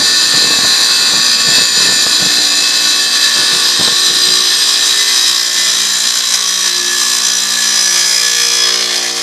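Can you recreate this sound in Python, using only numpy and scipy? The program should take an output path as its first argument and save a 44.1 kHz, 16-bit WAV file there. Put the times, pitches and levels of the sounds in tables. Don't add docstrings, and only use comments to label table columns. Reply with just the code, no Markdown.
import sys
import numpy as np
from scipy import signal
from scipy.fft import rfft, irfft, next_fast_len
from scipy.io import wavfile
from scipy.ndimage import uniform_filter1d, map_coordinates

SR = 44100
rng = np.random.default_rng(int(sys.argv[2]) if len(sys.argv) > 2 else 0)


def pcm_store(signal):
    levels = np.round(np.clip(np.atleast_2d(signal), -1, 1) * 32767)
    wavfile.write(sys.argv[1], SR, levels.astype(np.int16).T)


N = 406602

# time in seconds, stage (0 entry, 1 middle, 2 exit).
CUT_STAGE = [(0, 0), (1.5, 0.07), (3.6, 0.73), (5.5, 1.45), (7, 1.46), (8.2, 1.8752), (9.22, 2.5)]
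# time in seconds, feed in dB.
FEED_FORCE = [(0, 1), (2.1, 0.5), (2.5, -1.6), (3.3, 0.1), (4.6, -1.3), (5.25, -1.5), (5.5, -2.5),
              (6.5, -6), (7.5, -4.5), (8.25, -4.5), (8.75, -3), (9.22, -6)]
# time in seconds, level in dB.
TREBLE_LEVEL = [(0, -17.5), (4.5, -18), (5.05, -16), (6.1, -17.5), (6.85, -19), (7.0, -16), (7.5, -16.5),
                (8.4, -16.5), (8.7, -21.5), (9.22, -22)]


def amp(db):
    return 10 ** (np.asarray(db) / 20)


def unit(x):
    return x / np.sqrt(np.mean(x ** 2) + 1e-20)


def along(points, hz):
    f, v = np.transpose(points)
    return np.interp(np.log(hz + 1), np.log(f + 1), v)


def curves(rows):
    s, *cols = np.transpose(rows)
    return [np.interp(np.arange(N) / SR, s, c) for c in cols]


def wobble(rate):
    knots = rng.standard_normal(int(N * rate / SR) + 4)
    return map_coordinates(knots, [np.arange(N) * rate / SR])


def filtered(x, response):
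    m = next_fast_len(N + SR // 4)
    gain = response(np.fft.rfftfreq(m, 1 / SR))
    return irfft(rfft(x, m) * gain, m)[..., :N]


def below(hz, edge_hz, order=12):
    return 1 / (1 + (hz / edge_hz) ** order)


def steady(x, size=8000):
    return x / np.sqrt(np.abs(uniform_filter1d(x ** 2, size)) + 1e-12)


def fade_in_out(t, start, end, fade):
    return np.clip(.5 + np.minimum(t - start, end - t) / (2 * fade), 0, 1)


def by_stage(values):
    return np.interp(curves(CUT_STAGE)[0], np.arange(3), values)


def motor(turns):
    # shaft order, relative level in dB.
    orders = [(1, -74), (2, -13.5), (3, -2), (4, -0.5), (5, 0), (6, 5.5), (7, 3), (8, 3.5), (9, -10),
              (10, 1.5), (11, -3.5), (12, -2), (13, 4), (14, -10)]
    # time in seconds, level in dB before the trim below.
    hum_level = [(0, -40.5), (3, -39), (6.2, -43.5), (8.3, -39), (9.22, -32)]
    # start in seconds, end in seconds, shaft order, lift in dB.
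    drones = [(2.2, 4.5, 8, 5), (3.6, 8.0, 6, 5), (5.2, 8.9, 3, 7), (6.5, 7.5, 10, 4), (6.75, 8.0, 4, 10),
              (8.1, 9.22, 8, 6), (8.7, 9.22, 4, 6)]
    drone_fade_s, trim_db = 0.06, -7.5
    t = np.arange(N) / SR
    hum = np.zeros(N)
    for order, db in orders:
        lift_db = sum(lift * fade_in_out(t, start, end, drone_fade_s)
                      for start, end, droning, lift in drones if droning == order)
        level = amp(db + lift_db + 3.2 * wobble(3.22))
        hum += level * np.sin(2 * np.pi * (order * turns + rng.random()))
    return amp(curves(hum_level)[0] + trim_db) * hum


def mist():
    # frequency in Hz, gain in dB.
    spray_colour = [(3000, -30), (7000, 8), (9000, -17), (12500, 8), (15000, -12)]
    over_treble_db = by_stage((-19, -17, -19))
    noise = rng.standard_normal(N)
    hiss = unit(filtered(noise, lambda hz: amp(along(spray_colour, hz)) * (1 - below(hz, 3000))))
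    return amp(curves(TREBLE_LEVEL)[0] + over_treble_db + 1.4 * wobble(45)) * hiss


def flow():
    # start in seconds, length in seconds, level in dB.
    gushes = [(0, 0.029, -20.5), (0.323, 0.35, -28), (0.81, 0.05, -39), (1.076, 0.15, -30.5),
              (1.467, 0.15, -26.5), (1.768, 0.21, -28), (2.197, 0.077, -27.5), (2.37, 0.04, -33),
              (2.778, 0.05, -36), (3.363, 0.063, -27), (3.528, 0.04, -29), (3.798, 0.03, -23),
              (3.875, 0.03, -27.5), (4.08, 0.27, -32.5)]
    attack_s, release_s = 0.0066, 0.022
    trickle_db, dries_db_per_s = -33.5, 3
    t = np.arange(N) / SR
    power = amp(trickle_db - dries_db_per_s * t) ** 2
    for start, length, db in gushes:
        before = np.maximum(start - t, 0) / attack_s
        after = np.maximum(t - start - length, 0) / release_s
        power = power + (amp(db) * np.exp(-np.minimum(before + after, 20))) ** 2
    return np.sqrt(power)


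def water(slap_hz, slap_db):
    # frequency in Hz, gain in dB.
    splutter_colour = [(15, -57), (25, -35), (64, -12), (178, 1), (413, -4), (445, -5.5), (472, 2),
                       (509, -7.5), (900, -9), (1170, -25), (1980, -120)]
    # start in seconds, strength in dB before slap_db is added.
    gouts = [(0.35, -18), (0.587, -12.5), (0.647, -10), (1.136, -14), (1.582, -10), (1.923, -15),
             (2.065, -11), (2.384, -17), (3.369, -14.5), (3.539, -14.5), (3.81, -9.5), (3.877, -8.5)]
    lumps = rng.standard_normal(N) * amp(4.1 * wobble(110))
    splutter = flow() * unit(filtered(lumps, lambda hz: amp(along(splutter_colour, hz))))

    t = np.arange(SR // 10) / SR
    noise = rng.standard_normal(N)
    wet = unit(filtered(noise, lambda hz: below(hz, 1500, order=4) * (1 - below(hz, 190, order=4))))
    slaps = np.zeros(N)
    for (s, db), pitch in zip(gouts, rng.standard_normal(len(gouts))):
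        start = round(s * SR)
        push = np.sin(2 * np.pi * slap_hz * np.exp(.25 * pitch) * t) * amp(-60 * t / 0.017)
        splat = 0.54 * wet[start:][:len(t)] * amp(-60 * t / 0.051)
        slaps[start:][:len(t)] += amp(db + slap_db) * (push + splat)
    return splutter + slaps


def thin_edge():
    from_s, to_s = 8.33, 8.59
    rise_db_per_s, fall_db_per_s = 17, 50
    t = np.arange(N) / SR
    early_db = rise_db_per_s * np.maximum(from_s - t, 0)
    late_db = fall_db_per_s * np.maximum(t - to_s, 0)
    return amp(-early_db - late_db)


def touch(turns):
    swing_db, more_per_db_eased, most_db = 0.4, 0.62, 2.5
    edge_db = 1.0
    feed_db, = curves(FEED_FORCE)
    swing = np.minimum(swing_db - more_per_db_eased * feed_db + edge_db * thin_edge(), most_db)
    angle = 2 * np.pi * (turns + 0.008 * wobble(2.54))
    return steady(amp(swing * np.tanh(2 * np.cos(angle))))


def chirps(turns, pressure):
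    chirp_db = -18.5
    within = (turns + .5) % 1 - .5
    gained = np.tanh((within - .1) / .045)
    ring = np.sin(2 * np.pi * (85 * turns + gained) + .3 * wobble(20))
    bite = pressure * np.exp(-((within - .03) / .24) ** 2)
    return amp(chirp_db) * thin_edge() * steady(bite * ring)


def squeals(turns, pressure):
    # start in seconds, end in seconds, shaft order, level in dB before trim and waver.
    notes = [(0, 1.05, 69, -21), (0, 3.7, 44, -35.5), (0, 5.7, 30, -33), (0, 7.9, 19, -39),
             (1.0, 3.6, 81, -26), (1.2, 1.7, 78, -26), (1.4, 2.3, 142, -31), (1.5, 3.1, 118, -26),
             (1.7, 3.6, 69, -25), (2.95, 3.5, 29, -27), (3.6, 4.7, 142, -29), (3.8, 4.75, 69, -22),
             (3.9, 4.8, 81, -23), (3.9, 5.4, 65, -27), (3.9, 6.3, 121, -30), (4.4, 5.7, 84, -27),
             (4.75, 5.8, 34, -32), (6.0, 8.3, 68, -27), (6.3, 8.1, 99, -24), (6.7, 8.8, 20, -39),
             (6.75, 8.7, 29, -27.5), (8.1, 8.8, 40, -34), (8.1, 8.8, 86, -22), (8.35, 8.95, 57, -24)]
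    fade, waver_db, drift, trim_db = 0.14, 3.0, 0.53, -0.5
    t = np.arange(N) / SR
    waver = np.array([0.8 * wobble(14) + 0.9 * wobble(40), wobble(9)])
    out = np.zeros(N)
    for (start, end, order, db), (shift, phase) in zip(notes, rng.random((len(notes), 2))):
        now = np.flatnonzero((t > start - fade) & (t < end + fade))
        swell = fade_in_out(t[now], start, end, fade)
        level, slip = waver[:, (now + int(shift * N)) % N]
        tone = np.sin(2 * np.pi * (order * turns[now] + phase) + drift * slip)
        out[now] += swell * amp(db + waver_db * level) * tone
    return amp(trim_db) * pressure * np.sqrt(2) * out


def rim(turns, memory, count):
    keep = np.exp(-1 / memory)
    fresh = rng.standard_normal((700, count))
    worn = signal.lfilter([np.sqrt(1 - keep ** 2)], [1, -keep], fresh, axis=0)
    return unit(map_coordinates(worn.ravel(), [(turns + 100) * count]))


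def cut_colour(hz, stage):
    # frequency in Hz, gain in dB at entry, at middle, at exit.
    grit = [(100, -43, -36, -33), (242, -4.5, -11, -29.5), (543, -8.5, -19.5, -15.5),
            (860, -12.5, -17.5, -18.5), (2500, -10, -16, -8), (2855, -13.5, -17, -15), (4400, 5, -7.5, 0.5),
            (6980, -4, -5.5, -1.5), (9420, -11, -13, -14), (10600, -14.5, -20, -9), (15800, -26, -26, -38)]
    # centre in Hz, width in Hz, boost in dB at entry,
    # at middle, at exit.
    resonances = [(1098, 213, 11, 12, 7), (1463, 89, 10, 6.5, -3), (1763, 345, 16, 16, 5.5),
                  (2424, 47, 10, 8.5, -1), (2605, 99, 16.5, 9, -7), (3240, 670, 6, 16.5, 9),
                  (3974, 775, 9.5, 21.5, 1), (4723, 133, 9.5, 14, -11), (4998, 233, 4, 16.5, 9.5),
                  (5480, 260, -4.5, 11.5, 0.5), (5880, 74, 7.5, 14.5, 7.5), (6153, 106, 8, 12.5, 6),
                  (7050, 71, 14.5, 2, -9), (7233, 123, 14.5, 11.5, 4), (8390, 200, 11.5, 12.5, 7),
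                  (9000, 110, 5, 4, 10), (9700, 110, 12, 13.5, 9), (10820, 110, 6, 5, -19),
                  (11370, 150, 9, 17, -2)]
    db = along(np.array(grit)[:, [0, stage + 1]], hz)
    for centre, width, *boost in resonances:
        db = db + boost[stage] / (1 + (2 * (hz - centre) / width) ** 2)
    return amp(db) * (1 - below(hz, 120, order=4))


def jolts():
    # centre in seconds, length in seconds, force in dB (+ catches, - eases).
    catches = [(1.573, 0.12, 2.5), (1.69, 0.1, -2), (1.83, 0.12, 1.5), (3.04, 0.13, -2.5),
               (3.245, 0.074, 1.5), (5.27, 0.088, 1), (5.442, 0.24, -3), (5.685, 0.075, 1),
               (6.348, 0.023, 5.5), (6.672, 0.066, 3.5), (6.78, 0.18, -1), (7.446, 0.29, -2),
               (7.98, 0.07, 3), (9.043, 0.048, 1), (9.13, 0.069, -4.5)]
    t = np.arange(N) / SR
    return sum(db * np.exp(-(2 * (t - s) / length) ** 2) for s, length, db in catches)


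def grinding(turns, pressure):
    repeat_deep, repeat_edge = 0.57, 0.94
    glass_base_db, glass_jolt = -13.5, 0.72
    hood_follows = 0.69
    share = np.clip(repeat_deep + (repeat_edge - repeat_deep) * thin_edge(), 0, 1)
    returning = np.sqrt(share) * rim(turns, memory=13.9, count=740)
    chipping = np.sqrt(1 - share) * rng.standard_normal(N)
    clumps_db = 1.17 * rim(turns, memory=4.9, count=18)
    scrape = (returning + chipping) * amp(clumps_db + 0.61 * wobble(32))

    depth, = curves(CUT_STAGE)
    rung = np.zeros(N)
    for stage in range(3):
        nearness = np.clip(1 - abs(depth - stage), 0, 1)
        rung += nearness * filtered(scrape, lambda hz: cut_colour(hz, stage))
    low = filtered(rung, lambda hz: below(hz, 3000))
    high = filtered(rung, lambda hz: 1 - below(hz, 5500))
    middle = rung - low - high

    feed_db, = curves(FEED_FORCE)
    jolt_db = jolts() + 0.083 * wobble(11)
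    hood_db = by_stage((-21, -20.5, -19.5)) + hood_follows * feed_db + jolt_db
    glass_db = glass_base_db + feed_db + glass_jolt * jolt_db
    hiss_db = curves(TREBLE_LEVEL)[0] + jolt_db + 0.2 * wobble(24)
    hood = amp(hood_db + 0.29 * wobble(30)) * steady(low * pressure ** 0.7)
    glass = amp(glass_db + 0.6 * wobble(40)) * steady(middle * pressure)
    hiss = amp(hiss_db + 0.83 * wobble(35)) * steady(high * pressure)
    return filtered(hood + glass + hiss, lambda hz: 1 - below(hz, 85, order=4))


def scene():
    # time in seconds, turns per second.
    shaft_speed = [(0, 59.46), (5.3, 59.46), (6.4, 59.25), (7.8, 59.23), (8.2, 59.04), (9.22, 59.0)]
    turns = np.cumsum(curves(shaft_speed)[0]) / SR
    pressure = touch(turns)
    background = motor(turns) + mist() + water(slap_hz=286, slap_db=-1.5)
    cut = chirps(turns, pressure) + squeals(turns, pressure) + grinding(turns, pressure)
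    return (background + cut)[None]


def record(dry):
    top_hz = 15200
    rounded = dry / (1 + np.abs(dry / 0.98) ** 6) ** (1 / 6)
    thin = signal.sosfilt(signal.butter(2, 80, "high", fs=SR, output="sos"), rounded)
    return filtered(thin, lambda hz: hz < top_hz)


dry = scene()
out = record(dry)
pcm_store(out)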